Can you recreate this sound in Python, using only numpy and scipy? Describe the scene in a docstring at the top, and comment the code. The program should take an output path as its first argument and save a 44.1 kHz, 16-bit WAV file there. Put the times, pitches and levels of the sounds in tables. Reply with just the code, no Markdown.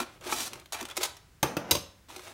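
"""Tucking foil round a pan

Kitchen counter, close up, one microphone. A table knife tucks aluminium foil under the rim of a thin
foil pan: each push buckles it into tiny crinkles and a few sharper snaps, and the pan gives with a
hollow pop. The knife is set down: it knocks, slides and drops with a short ring. Then fingers press
the foil. Quiet room tone lies behind it all."""
import sys
import numpy as np
from scipy import signal
from scipy.fft import rfft, irfft
from scipy.io import wavfile

SR = 44100
rng = np.random.default_rng(int(sys.argv[2]) if len(sys.argv) > 2 else 0)


def to_wav(s):
    """Save 16-bit WAV."""
    ch = np.atleast_2d(s).T  # columns
    pcm = np.round(np.clip(ch, -1, 1) * 32767)  # PCM
    wavfile.write(sys.argv[1], SR, pcm.astype(np.int16))


N = 102973
T = np.arange(N) / SR

# Pushes on the foil, one list each: t/s, crinkle level/dB, treble above body/dB
PUSHES = [
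    [(0, -40, -1), (.028, -42, 1), (.045, -57.5, -19), (.15, -59.5, -3), (.18, -61, -14)],
    [(.21, -54, -16), (.238, -50.5, -1), (.26, -42, -2.5), (.30, -37.5, -1.5), (.318, -43, 7.5),
     (.345, -43, 6), (.40, -44, 8), (.46, -44.5, 7.5), (.479, -44, 5.5), (.49, -57, -16), (.56, -53, -6),
     (.63, -59.5, -14)],
    [(.722, -49, 12), (.75, -39, -4), (.778, -47, -5.5), (.805, -40.5, -4.5), (.83, -54, -14),
     (.848, -54, -10), (.88, -53.5, -12), (.92, -44.5, -9), (.945, -64, -11), (.965, -54, 5)],
    [(1.0, -44.5, -11), (1.018, -35.5, 1), (1.04, -42, 2.5), (1.059, -32.5, 3.5), (1.068, -47, -13),
     (1.10, -53, -8), (1.13, -72, -12), (1.2, -87, -5)],
    [(2.085, -56.5, -1), (2.115, -53, 0), (2.15, -52.5, -2), (2.21, -58, 1), (2.25, -54, 2),
     (2.275, -46, -5.5), (2.30, -53.5, 0), (2.335, -56.5, -5)],
]
# Low cut per push, thinner the looser the foil lies on the pan: f/Hz
PUSH_LOW_CUTS = [149, 200, 478, 380, 220]
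# Creases snapping through: t/s, level/dB, length/s, treble above body/dB, facet f/Hz, facet level/dB
SNAPS = [(.0018, -28.5, 0.0024, -3.5, 1340, -28), (0.013, -39, 0.0024, -8, 2440, -41),
         (0.03, -37.5, 0.0021, -7, 4430, -43), (0.21, -55, 0.0023, 3, 6900, -55),
         (0.3238, -31, 0.0066, -5, 1290, -27.5), (.3245, -36, 0.0039, -8, 2440, -30.5),
         (0.5327, -40, 0.00096, 6, 3250, -44), (0.555, -49, 0.0037, -4, 910, -44),
         (0.598, -54, .002, 5, 5000, -60), (0.658, -53, .002, 2, 3180, -53),
         (0.7229, -39, .002, 3, 1110, -49), (0.7299, -38.5, 0.0037, 5, 6570, -35),
         (0.745, -42, .003, 3, 2360, -43), (0.8105, -35.5, 0.0018, 2.5, 1090, -42),
         (.8272, -48, 0.0023, 9, 3500, -52), (0.853, -38.5, .002, 2, 3620, -46),
         (.886, -50, 0.0043, 4, 1420, -48), (0.899, -47, 0.0027, 3, 3160, -44),
         (0.9107, -47, 0.0032, 3, 3400, -41), (0.9678, -32, 0.0039, 4, 1150, -37),
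         (0.975, -29.5, .002, 1, 6430, -39), (1.0309, -33, 0.0057, 8.5, 3440, -36),
         (1.0378, -39, 0.0034, 6, 802, -35), (1.09, -51, .002, -3, 6200, -55),
         (1.167, -53, .004, 4.5, 5400, -58), (2.1, -47.5, 0.0051, -12, 960, -43.5),
         (2.11, -52, .002, -3, 3530, -57), (2.162, -43, .003, 4.5, 6140, -52),
         (2.1937, -43, 0.0022, -5, 1270, -50)]
# Spectrum of buckling foil: f/Hz, level/dB
FOIL_SPECTRUM = [(59, -42), (100, -13), (188, -12.5), (355, 0), (438, -4.5), (808, -2), (956, -2.5),
                 (1290, -4), (1840, -7.5), (2470, -5.5), (2990, -9), (3540, -6.5), (4750, -10.5),
                 (6260, -9.5), (7250, -13), (8580, -12), (15500, -21.5)]
# The pan wall gives: t/s, level/dB
PAN_FLEXES = [(.003, -30.5), (.26, -33), (.29, -54), (.324, -31), (.555, -48), (.816, -32.5), (.978, -35.5),
              (2.166, -42.5), (2.275, -51)]
# The pan shifts under the long push: t/s, level/dB
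PAN_RUMBLE = [(.2, -64), (.34, -57.5), (.45, -61), (.56, -53.5), (.66, -84)]
# Knife on counter: t/s, thud/dB, crack/dB, chatter length/s, ring/dB, clang/dB, boom/dB
KNOCKS = [(1.4286, -16, -22.5, 0.0041, -45.5, -42, -31), (1.458, -31, -51, 0.00087, -70, -60, -43),
          (1.5681, -23, -33, 0.0018, -53, -47, -37.5), (1.71, -24.5, -17.5, 0.0062, -34, -23, -36),
          (1.7178, -22.5, -36, 0.0017, -45, -46, -22.5), (1.7514, -27, -30, 0.0046, -53, -32.5, -33),
          (1.768, -34.5, -39, .002, -69, -48, -33)]
# The handle drags: t/s, level/dB
SLIDE = [(1.44, -29), (1.47, -39), (1.52, -40.5), (1.555, -52), (1.59, -40), (1.63, -44), (1.675, -44),
         (1.705, -39), (1.72, -59)]
# Modes of pan, blade and counter: f/Hz, level re the hit/dB, t60/s
PAN_MODES = [(247, -5.5, 0.1), (309.5, -7, 0.11), (364.5, -1.5, 0.13), (480, -11.5, .1), (583, -14, 0.092),
             (810, -14.5, 0.11)]
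KNIFE_MODES = [(2518, -4, 0.13), (3170, -9, 0.19), (3465, -2, .18), (3760, -1, .16), (4770, 3, 0.19),
               (5280, -7.5, 0.4), (5905, -1, .22), (6330, 2, 0.22), (6345, -9, 0.45), (8750, 2, 0.15),
               (11900, -4, .06), (13900, -6, .11)]
COUNTER_MODES = [(135.2, -13, 0.15), (182.7, -22, 0.48), (302, -4.5, 0.094), (358, -7.5, 0.077),
                 (474.5, -14.5, 0.2), (581.6, -15, 0.17), (920, -21, 0.14), (1193, -26, 0.35),
                 (1482, -26.5, 0.34)]
# Spectra of pan rumble, counter thud, knife crack, handle drag and room tone: f/Hz, level/dB
RUMBLE_SPECTRUM = [(45, -2), (70, -8), (130, -1.5), (250, -8.5), (600, -7), (1500, -34)]
THUD_SPECTRUM = [(90, -19), (140, -3), (200, -4), (300, 3.5), (450, -0.5), (620, 1), (1000, -2.5),
                 (1400, -6.5), (1900, -11.5), (2600, -7), (5000, -23), (15000, -45)]
CRACK_SPECTRUM = [(500, -21), (1900, -20.5), (2600, -2.5), (3600, 1), (4500, -3.5), (6100, 3), (7300, -4.5),
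                  (8800, -1), (10000, -7), (12000, -3), (15500, -7)]
SLIDE_SPECTRUM = [(35, -45), (60, -22), (156, -1), (602, 2), (1630, -9.5), (1910, -11.5), (2330, -14),
                  (4330, -27), (5900, -20.5), (8230, -39), (12000, -35), (15600, -68), (22000, -120)]
ROOM_TONE_SPECTRUM = [(15, -28), (25, -11), (75, -1.5), (173, -11), (209, -14.5), (289, -15), (552, -23.5),
                      (1570, -23), (2490, -27), (10400, -33.5), (11500, -36), (15500, -35)]
# Decay of the kitchen: f/Hz, t60/s
ROOM_T60 = [(100, 0.37), (500, 0.48), (2000, 0.44), (5000, 0.4), (10000, 0.31), (16000, 0.23)]

CLICKS_PER_S, CLICK_SPREAD_DB, CLUMP_DB, CLUMPS_PER_S = 6000, 3.5, 1.5, 150
TREBLE_HZ, SNAP_LOW_CUT_HZ, TOP_CUT_HZ = 3150, 555, 15800
SNAP_RELEASE_S, FACET_RELEASE_S, PAN_ATTACK_S = 0.0021, 0.0043, 0.0031
THUD_RELEASE_S, CRACK_RELEASE_S, STRIKE_ATTACK_S = 0.0064, 0.0027, 0.00049
CLANG_HZ, CLANG_Q = 3590, 5.4   # the blade
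BOOM_HZ, BOOM_DECAY_S = 86.5, 0.0096   # the counter top gives under a knock
FOIL_ROOM_DB, KNIFE_ROOM_DB, ROOM_TONE_DB = -12.5, -11, -59.5
EARLY_DB, EARLY_DECAY_S, TAIL_RISE_S = -6.5, .008, 0.0088
MOVES_PER_S = 2.478   # how fast the reflections change as the hand moves


def foil():
    """Crinkles come in clumps under each push; snaps are tight bursts of the same buckling."""
    crinkles = unit(clicks() * amp(CLUMP_DB * drift(CLUMPS_PER_S)))
    noise = rng.standard_normal(N)
    rustle, snaps = np.zeros((2, N))
    for push, low_cut_hz in zip(PUSHES, PUSH_LOW_CUTS):
        times, db, treble_db = np.transpose(push)
        pressed = crinkles * level_curve(np.c_[times, db])
        pressed = brighten(pressed, np.interp(T, times, treble_db))
        rustle += cut(pressed, low_cut_hz, "high", order=2)
    for start, db, length, treble_db, _, _ in SNAPS:
        snaps += brighten(noise * amp(db) * burst(start, length, SNAP_RELEASE_S), treble_db)
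    snaps = cut(snaps, SNAP_LOW_CUT_HZ, "high", order=2)
    return np.sqrt(2) * colour(rustle + snaps, FOIL_SPECTRUM)


def facets():
    """Every snap briefly rings the small flat of foil beside its crease."""
    return sum(amp(db) * burst(start, length, FACET_RELEASE_S) * np.sin(2 * np.pi * hz * (T - start))
               for start, _, length, _, hz, db in SNAPS)


def pan():
    """The thin wall gives with hollow pops, and the pan rumbles as it shifts."""
    pops = ring(PAN_FLEXES, PAN_MODES, PAN_ATTACK_S)
    rumble = colour(rng.standard_normal(N) * level_curve(PAN_RUMBLE), RUMBLE_SPECTRUM)
    return pops + rumble


def knife():
    """Each knock thuds in the counter, chatters and rings the steel; between knocks the handle drags."""
    thud, crack, clang, boom = np.zeros((4, N))
    counter_hits, blade_hits = [], []
    for start, thud_db, crack_db, length, ring_db, clang_db, boom_db in KNOCKS:
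        chatter = burst(start, length, CRACK_RELEASE_S)
        thud += amp(thud_db) * burst(start, 0, THUD_RELEASE_S)
        crack += amp(crack_db) * chatter
        clang += amp(clang_db) * chatter
        boom += amp(boom_db) * burst(start, 0, BOOM_DECAY_S) * np.sin(2 * np.pi * BOOM_HZ * (T - start))
        counter_hits.append((start, thud_db))
        blade_hits.append((start, ring_db))
    noise = rng.standard_normal((3, N))
    blows = colour(thud * noise[0], THUD_SPECTRUM) + colour(crack * noise[1], CRACK_SPECTRUM)
    blows += clang * resonance(noise[2], CLANG_HZ, CLANG_Q)
    blows += cut(boom, hz=68, kind="high", order=4)
    counter_ring = ring(counter_hits, COUNTER_MODES, STRIKE_ATTACK_S)
    blade_ring = ring(blade_hits, KNIFE_MODES, STRIKE_ATTACK_S)
    drag = colour(clicks() * level_curve(SLIDE), SLIDE_SPECTRUM)
    return kitchen(blows + drag, KNIFE_ROOM_DB) + counter_ring + blade_ring


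def kitchen(direct, tail_db):
    """Direct sound at the microphone, plus two patterns of reflections the source moves between."""
    angle = 2 * np.pi * MOVES_PER_S * T
    first = convolve(direct * np.cos(angle), reflections(tail_db))
    second = convolve(direct * np.sin(angle), reflections(tail_db))
    return direct + first + second


def reflections(tail_db):
    """Close reflections off counter and pan, then a kitchen tail that dies faster in the treble."""
    t = T[:SR // 2]
    white = rfft(rng.standard_normal(len(t)))
    hz = np.fft.rfftfreq(len(t), 1 / SR)
    edges = np.geomspace(30, 20000, 15)
    tail = np.zeros(len(t))
    for low, high in zip(edges, edges[1:]):
        band = irfft(white * (hz >= low) * (hz < high), len(t))
        tail += band * amp(-60 * t / at_hz(ROOM_T60, np.sqrt(low * high)))
    tail *= np.minimum(t / TAIL_RISE_S, 1)
    early = rng.standard_normal(len(t)) * np.exp(-t / EARLY_DECAY_S) * (t > .001)
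    return (amp(tail_db) * unit(tail) + amp(EARLY_DB) * unit(early)) / np.sqrt(len(t))


def room_tone():
    """The kitchen's quiet, steady noise, mostly bass."""
    return amp(ROOM_TONE_DB) * colour(rng.standard_normal(N), ROOM_TONE_SPECTRUM)


def clicks():
    """A dense stream of tiny clicks of uneven size, rms 1."""
    sizes = amp(CLICK_SPREAD_DB * np.minimum(rng.exponential(1, N), 4))
    signs = rng.choice([-1, 1], N)
    return unit(sizes * signs * (rng.random(N) < CLICKS_PER_S / SR))


def ring(hits, modes, attack_s):
    """Each hit (t/s, level/dB) rings all the modes, each with a slightly different strength."""
    out, t = np.zeros(N + SR), T[:SR // 2]
    tones = np.array([amp(db - 60 * t / t60) * np.cos(2 * np.pi * hz * t) for hz, db, t60 in modes])
    tones *= 1 - np.exp(-t / attack_s)
    for start, db in hits:
        i = int(start * SR)
        strengths = amp(db + rng.normal(0, 1, len(modes))) * rng.choice([-1, 1], len(modes))
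        out[i:i + len(t)] += strengths @ tones
    return out[:N]


def burst(start, length, release):
    """Envelope: instant attack, hold, exponential release."""
    return (T >= start) * np.exp(-np.clip((T - start - length) / release, 0, 50))


def level_curve(points):
    """Points (t/s, level/dB) as gain, silent outside their span."""
    return amp(np.interp(T, *np.transpose(points), left=-200, right=-200))


def drift(per_s):
    """Glide between random values of spread 1."""
    return np.interp(T * per_s, np.arange(N), rng.standard_normal(N))


def colour(x, spectrum, size=4096):
    """Causal filter of unit power with the given spectrum, falling away below its first point."""
    hz = np.arange(size // 2 + 1) * SR / size
    gain = amp(at_hz(spectrum, hz)) * np.clip(hz / spectrum[0][0], .1, 1) ** 2
    cepstrum = irfft(np.log(unit(gain)))
    cepstrum[1:size // 2] *= 2   # fold to minimum phase
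    cepstrum[size // 2 + 1:] = 0
    return convolve(x, irfft(np.exp(rfft(cepstrum))))


def brighten(x, treble_db):
    """Raise or lower the treble against the body."""
    return cut(x, TREBLE_HZ, "low") + cut(x * amp(treble_db), TREBLE_HZ, "high")


def resonance(x, hz, q):
    """One resonant peak, scaled to rms 1."""
    return unit(signal.lfilter(*signal.iirpeak(hz, q, fs=SR), x))


def cut(x, hz, kind, order=3):
    """Butterworth low- or high-pass."""
    return signal.sosfilt(signal.butter(order, hz, kind, fs=SR, output="sos"), x)


def convolve(x, response):
    """Pass a sound through an impulse response."""
    return signal.fftconvolve(x, response)[:N]


def at_hz(points, hz):
    """Read a table on a log-frequency axis."""
    f, value = np.transpose(points)
    return np.interp(np.log(np.maximum(hz, 1)), np.log(f), value)


def amp(db):
    """Decibels to gain."""
    return 10 ** (np.asarray(db) / 20)


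def unit(x):
    """Scale to rms 1."""
    return x / np.sqrt(np.mean(x ** 2) + 1e-20)


def scene():
    """Foil, pan and knife close to the microphone, room tone behind; mono."""
    background = room_tone()
    tucking = kitchen(pan() + foil() + facets(), FOIL_ROOM_DB)
    return (tucking + knife() + background)[None]


def record(dry):
    """A steep top cut on the microphone channel."""
    return signal.sosfilt(signal.ellip(12, .2, 80, TOP_CUT_HZ, fs=SR, output="sos"), dry)


dry = scene()
out = record(dry)
to_wav(out)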